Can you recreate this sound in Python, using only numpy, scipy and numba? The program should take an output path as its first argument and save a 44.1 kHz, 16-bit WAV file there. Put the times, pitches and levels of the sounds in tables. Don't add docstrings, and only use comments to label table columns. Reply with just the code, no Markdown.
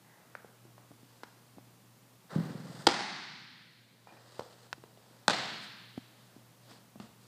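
import sys
import numpy as np
from scipy import signal
from scipy.fft import rfft, irfft
from scipy.io import wavfile
from scipy.ndimage import uniform_filter1d, minimum_filter1d
from numba import njit

SR = 44100
rng = np.random.default_rng(int(sys.argv[2]) if len(sys.argv) > 2 else 0)


def put_to_file(sound):
    columns = np.atleast_2d(sound).T
    safe = np.clip(columns, -1, 1)
    whole_steps = np.round(safe * 32767)
    wavfile.write(sys.argv[1], SR, whole_steps.astype(np.int16))


N = 320607

# (time [s], level [dB])
MITT_BLOWS = [(2.8679, -24), (2.8691, -4.5), (2.8713, 5), (2.8728, -7.5), (2.8733, -13), (2.8746, -8.5),
              (2.8756, -5)]
GLOVE_BLOWS = [(5.2801, -19), (5.281, -6), (5.2827, -16.5)]
# (delay [s], level [dB])
MITT_ECHOES = [(.0172, -13), (.031, -19.5), (.041, -17.5), (.0485, -19), (.067, -32), (.119, -28),
               (.136, -24.5)]
GLOVE_ECHOES = [(.0170, -8), (.0235, -17), (.0255, -12.5), (.028, -20), (.054, -26), (.068, -27),
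                (.085, -24), (.135, -41)]
# (frequency [Hz], level [dB], t60 [s])
MITT_MODES = [(69.6, -19.5, 0.0069), (341, -5, 0.056), (490, -10, 0.032), (808, -1.5, 0.031),
              (1480, -1, 0.0045), (3260, 0.5, 0.0051), (4850, 0, 0.0045), (7820, -10, 0.0039)]
GLOVE_MODES = [(191, -15, .04), (287, -10, 0.015), (560, -8, 0.014), (852, -8, 0.038), (1496, -2, 0.019),
               (3830, 5, 0.003), (4840, 1.5, 0.0026), (7580, 5, 0.0014), (10500, -39, 0.002)]
# (frequency [Hz], relative level [dB])
SLAP_COLOUR = [(500, -15), (2000, 1), (5000, -2.0), (9000, -11.5), (11500, -22.0), (15000, -38)]
# (frequency [Hz], relative level [dB per Hz])
MITT_HALL = [(59, -70), (100, -36), (137, -10), (227, -3), (310, -6), (375, -6), (472, -12), (814, 3),
             (1090, -6), (2090, -5.5), (2750, -12.5), (4450, -9), (8880, -26.5), (11000, -37),
             (15000, -65.5)]
GLOVE_HALL = [(59, -47), (100, -11), (204, -1), (252, -9), (291, -3), (367, -7), (733, 2.5), (1110, -4.5),
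              (1700, -3), (2470, -7.5), (4350, -6), (6090, -18), (7670, -18.5), (10500, -34.5),
              (15000, -48)]
MITT_HALL_DB, GLOVE_HALL_DB = -20.5, -32
# (frequency [Hz], t60 [s])
HALL_DECAY = [(100, 2.2), (250, 1.2), (600, 0.7), (1500, 1.374), (4000, 1.624), (7000, 0.96), (12000, 0.83)]

# (time [s], level [dB])
STRIDE_BLOWS = [(2.324, -44.5), (2.354, -23.5), (2.379, -28), (2.397, -29)]
# (frequency [Hz], level [dB], t60 [s])
MOUND_MODES = [(154, 5, 0.094), (200, 0, 0.078), (259, -3.5, 0.082), (328, -9, 0.07), (417, -13, 0.084),
               (537, -18, 0.13)]
# (frequency [Hz], relative level [dB])
STRIDE_HALL = [(80, -40.0), (130, -2.5), (250, -5.0), (450, -8.0), (900, -22.5), (2000, -31.0), (8000, -42.5)]
FLUTTER_S, FLUTTER_FIRST_DB = .048, -11
HEEL_LOSS_DB, WEIGHT_LOSS_DB = -0.52, -2.1

# (time [s], body level [dB], body frequency [Hz], tick frequency [Hz],
# tick over body [dB], grit over body [dB], hall share [dB])
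TAPS = [(0.352, -38, 513, 1510, 12.5, -8.5, -24.5), (0.446, -39.5, 437, 770, -3.5, -28, -21.5),
        (.652, -48, 348, 806, -5, -18, -16), (0.78, -45.5, 550, 1080, 2.5, -12, -17),
        (0.908, -44, 230, 600, -16, -27, -24), (0.915, -42, 273, 680, -4.5, -14, -24),
        (1.03, -46, 250, 600, -12, -17, -34), (1.234, -47, 450, 1400, 16.5, 8.5, -24.5),
        (1.572, -42, 232, 600, -10, -25, -30), (1.583, -41, 265, 780, -0.5, -19, -25),
        (2.306, -46, 546, 1240, 3, -15, -5), (4.072, -35.5, 830, 1400, -16, -21, -19),
        (4.123, -43.5, 306, 1030, -9, -4.5, -14), (4.394, -21, 504, 920, -3.5, -19, -28.5),
        (4.397, -30, 4500, 2800, -15, -22, -30), (4.408, -35, 520, 910, 4.5, -24, -21.5),
        (4.419, -34, 515, 910, -5, -20, -26), (4.7292, -22, 4800, 2540, -8, -14, -37.5),
        (4.729, -19, 1530, 680, -19, -25, -47), (4.78, -44, 300, 900, -16, -20, -19),
        (4.838, -41, 430, 1030, -1.5, -8, -21), (4.974, -47, 520, 1110, -2, -6, -19.5),
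        (5.11, -50, 250, 596, -5, -20, -21), (5.977, -26, 250, 760, -9, -21, -46),
        (6.364, -40.5, 274, 704, -11, -23, -26), (6.714, -46.5, 226, 760, 1, -5, -17),
        (6.957, -40.5, 224, 630, -1.5, -23, -21), (7.0, -34.5, 204, 880, -13, -8, -19.5)]
BODY_CYCLES, TICK_CYCLES = 8.5, 9.4
# (frequency [Hz], relative level [dB])
GRIT_COLOUR = [(300, 2.5), (1500, -1), (5000, -12.5), (12000, -31)]
TAP_HALL = [(60, 0.014), (16000, 0)]
# (time [s], level [dB])
CLINKS = [(4.072, -53), (4.091, -49.5), (4.103, -52), (4.125, -55), (4.168, -52)]
# (frequency [Hz], level [dB], t60 [s])
BUCKLE_MODES = [(886, 1, 0.033), (2420, -3.5, 0.057), (2870, -9, .025)]

# (loudest time [s], swell over 20 dB [s],
# fade over 20 dB [s], hiss level [dB], dull drag level [dB], hiss centre [Hz])
SCUFFS = [(.27, 0.66, .6, -73, -68.5, 1204), (1.12, .5, 1.3, -70, -72.5, 3410),
          (2.31, 0.018, .55, -54, -46.5, 2450), (2.8, 0.43, 0.2, -55, -52.5, 4690),
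          (4.075, .025, .6, -67, -58.5, 1950), (4.4, 0.51, 0.55, -57, -58, 3590),
          (4.64, 0.2, .15, -62.5, -62.5, 3870), (5.15, 0.59, 0.59, -66, -64.5, 2965),
          (5.64, .055, .055, -56, -85, 8000), (6.22, 0.54, 0.93, -69, -67, 3490),
          (6.72, 0.12, 0.13, -56.5, -59, 3020), (7.02, 0.052, 0.13, -60, -60, 3500),
          (7.21, .04, .8, -67.5, -70, 4870)]
# (frequency [Hz], relative level [dB])
RUB_COLOUR = [(200, 19), (2200, -11), (2700, -5), (4800, 0), (6000, -9.5), (8500, -5), (11000, -21)]
DRAG_COLOUR = [(150, -23.0), (500, 6.5), (900, 1.5), (2000, -2.5), (2600, -34.0)]

# (frequency [Hz], relative level [dB])
CLANK_HALL = [(500, -34), (850, 7.0), (1200, -12), (1700, -2), (2050, 1), (2400, -26)]
# (frequency [Hz], relative level [dB per Hz])
AIR_COLOUR = [(30, -29), (60, -3), (95, -9), (180, 2.5), (260, -2), (400, -7), (1130, -10), (1500, -14),
              (5000, -18), (14400, -20.5), (16000, -24)]
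AIR_DB, HUM_DB = -62.5, -64
HUM_HZ, HUM_WIDTH_HZ = 120, 5.2

LIMIT_DB, RECOVER_S = -2, 0.94
CEILING = 0.92
TOP_HZ = 15400


def undb(db):
    return 10 ** (np.asarray(db) / 20)


def level(x, db):
    return x * undb(db) / np.sqrt(np.mean(x ** 2))


def colour(x, points):
    hz, db = np.transpose(points)
    log_hz = np.log(np.arange(len(x) // 2 + 1) * SR / len(x) + 1)
    gain = undb(np.interp(log_hz, np.log(hz), db))
    return irfft(rfft(x) * gain, len(x))


def add(track, s, sound):
    i = int(s * SR)
    track[i:i + len(sound)] += sound[:N - i]


def ring(modes, seconds, contact_s):
    t = np.arange(int(seconds * SR)) / SR
    body = np.zeros(len(t))
    for k, (hz, db, t60) in enumerate(modes):
        decay = 1000. ** (-t / max(t60, .001))
        body += (-1) ** k * undb(db) * np.sin(2 * np.pi * hz * t) * decay
    return body * (1 - np.exp(-(t / contact_s) ** 2))


def struck(blows, modes, contact_s, blur):
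    out = np.zeros(N)
    for s, db in blows:
        softened_s = contact_s + blur * (s - blows[0][0])
        add(out, s, undb(db) * ring(modes, 0.18, softened_s))
    return out


def hall(points, db, gap_s, build_s, seconds=3.):
    t = np.arange(int(seconds * SR)) / SR
    noise = colour(rng.standard_normal(len(t)), points)
    f, _, cells = signal.stft(noise, SR, nperseg=256)
    hz, t60 = np.transpose(HALL_DECAY)
    band_t60 = np.interp(np.log(f + 1), np.log(hz), t60)[:, None]
    frame_s = np.arange(cells.shape[1]) * 128 / SR
    fade = 1000. ** (-frame_s / band_t60)
    tail = signal.istft(cells * fade, SR, nperseg=256)[1][:len(t)]
    steps = np.repeat(rng.standard_normal(len(t) // 200 + 1), 200)[:len(t)]
    clumps = uniform_filter1d(steps, size=200)
    tail = tail * undb(3.0 * clumps * np.exp(-t / .15))
    start_rms = np.sqrt(np.mean(tail[:SR // 10] ** 2))
    build = 1 - np.exp(-np.clip(t - gap_s, 0, None) / build_s)
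    return undb(db) * tail / start_rms * build


def catch(blows, modes, contact_s, slap_db, slap_s, echoes):
    out, body = np.zeros(N), ring(modes, .08, contact_s)
    t = np.arange(len(body)) / SR
    slap_shape = (1 - np.exp(-t / contact_s)) * np.exp(-t / slap_s)
    for s, db in blows:
        slap = level(colour(rng.standard_normal(len(t)), SLAP_COLOUR), slap_db)
        add(out, s, undb(db) * (body + slap * slap_shape))
    back = signal.lfilter([.6], [1, -.4], out)
    return out + sum(undb(db) * np.roll(back, int(s * SR)) for s, db in echoes)


def catches():
    out = catch(MITT_BLOWS, MITT_MODES, contact_s=.0001, slap_db=-7.5, slap_s=0.0013, echoes=MITT_ECHOES)
    out += catch(GLOVE_BLOWS, GLOVE_MODES, contact_s=0.00025, slap_db=-5.5, slap_s=0.00098,
                 echoes=GLOVE_ECHOES)
    add(out, MITT_BLOWS[0][0], hall(MITT_HALL, MITT_HALL_DB, gap_s=.005, build_s=0.0064))
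    add(out, GLOVE_BLOWS[1][0], hall(GLOVE_HALL, GLOVE_HALL_DB, gap_s=0.0045, build_s=0.0043))
    return out


def stride():
    _, heel, weight, _ = STRIDE_BLOWS
    flutter = []
    for (s, db), loss_db in ((heel, HEEL_LOSS_DB), (weight, WEIGHT_LOSS_DB)):
        for k in range(1, 11):
            flutter.append((s + k * FLUTTER_S, db + FLUTTER_FIRST_DB + k * loss_db))
    out = struck(list(STRIDE_BLOWS) + flutter, MOUND_MODES, contact_s=0.003, blur=0.02)
    add(out, STRIDE_BLOWS[0][0], hall(STRIDE_HALL, -35.5, gap_s=0.0095, build_s=0.11))
    return out


def taps():
    dry, sent = np.zeros(N), np.zeros(N)
    t = np.arange(SR // 50) / SR
    for s, db, body_hz, tick_hz, tick_db, grit_db, hall_db in TAPS:
        tick_s = TICK_CYCLES / tick_hz
        modes = [(body_hz, db, BODY_CYCLES / body_hz),
                 (tick_hz, db + tick_db, tick_s),
                 (1.6 * tick_hz, db + tick_db - 8.5, 0.59 * tick_s)]
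        sound = ring(modes, 0.088, contact_s=0.043 / tick_hz)
        grit = level(colour(rng.standard_normal(len(t)), GRIT_COLOUR), db + grit_db)
        sound[:len(t)] += grit * np.exp(-t / 0.0038)
        add(dry, s, sound)
        add(sent, s, undb(hall_db) * sound)
    room = hall(TAP_HALL, -20.5, gap_s=0.0016, build_s=0.0025, seconds=1.2)
    room = room * np.exp(-np.arange(len(room)) / SR / 0.32)
    return dry + signal.fftconvolve(sent, room)[:N]


def clinks():
    return struck(CLINKS, BUCKLE_MODES, contact_s=.0003, blur=0)


@njit
def sweep(x, hz, q):
    y, band, low = np.empty(len(x)), 0., 0.
    for i in range(len(x)):
        g = np.tan(np.pi * hz[i] / SR)
        v = (band + g * (x[i] - low)) / (1 + g * (g + 1 / q))
        band = 2 * v - band
        low += 2 * g * v
        y[i] = v / q
    return y


def scuffs():
    s, swell, fade, hiss_db, drag_db, hz = np.transpose(SCUFFS)[:, :, None]
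    t = np.arange(N) / SR
    shape_db = -20 * np.maximum((s - t) / swell, (t - s) / fade)
    hiss_power = undb(shape_db + hiss_db) ** 2
    drag_power = undb(shape_db + drag_db) ** 2
    centre_hz = (hiss_power * hz).sum(axis=0) / hiss_power.sum(axis=0)
    grains = undb(2.0 * np.repeat(rng.standard_normal(N // 200 + 1), 200)[:N])
    rub = rng.standard_normal(N) * uniform_filter1d(grains, size=150)
    rub = colour(sweep(rub, np.clip(centre_hz, 100, 15000), 0.41), RUB_COLOUR)
    drag = colour(rng.standard_normal(N) * uniform_filter1d(grains, size=400), DRAG_COLOUR)
    hiss = level(rub, 0) * np.sqrt(hiss_power.sum(axis=0))
    return hiss + level(drag, 0) * np.sqrt(drag_power.sum(axis=0))


def far_clank():
    out = np.zeros(N)
    add(out, .02, hall(CLANK_HALL, -62, gap_s=.01, build_s=0.046))
    return out


def air():
    return level(colour(rng.standard_normal(N), AIR_COLOUR), AIR_DB)


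def lamp_hum():
    sway = uniform_filter1d(rng.standard_normal((2, N)), int(SR / HUM_WIDTH_HZ / 2), axis=1)
    sway = uniform_filter1d(sway, SR // 30, axis=1)
    strength, phase = sway / sway.std()
    tone = np.sin(2 * np.pi * HUM_HZ * np.arange(N) / SR + .5 * phase)
    return level((1 + 0.38 * strength) * tone, HUM_DB)


def scene():
    events = catches() + stride() + taps() + clinks() + scuffs()
    return (events + far_clank() + air() + lamp_hum())[None]


@njit
def creep(need, release):
    cut = need.copy()
    for i in range(1, len(cut)):
        cut[i] = max(cut[i], cut[i - 1] * release)
    return cut


def duck(x):
    ahead = SR // 1000
    over_db = np.clip(20 * np.log10(np.abs(x) + 1e-9) - LIMIT_DB, 0, None)
    need_db = -minimum_filter1d(-over_db, size=2 * ahead)
    cut_db = creep(need_db, float(np.exp(-1 / (RECOVER_S * SR))))
    return x * undb(-uniform_filter1d(cut_db, size=ahead))


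def record(dry):
    bass_cut = signal.butter(4, 90, "high", fs=SR, output="sos")
    top_cut = signal.ellip(10, .2, 60, TOP_HZ, fs=SR, output="sos")
    ducked = duck(signal.sosfilt(bass_cut, dry[0]))
    rounded = CEILING * np.tanh(ducked / CEILING)
    return signal.sosfilt(top_cut, rounded)[None]


dry = scene()
out = record(dry)
put_to_file(out)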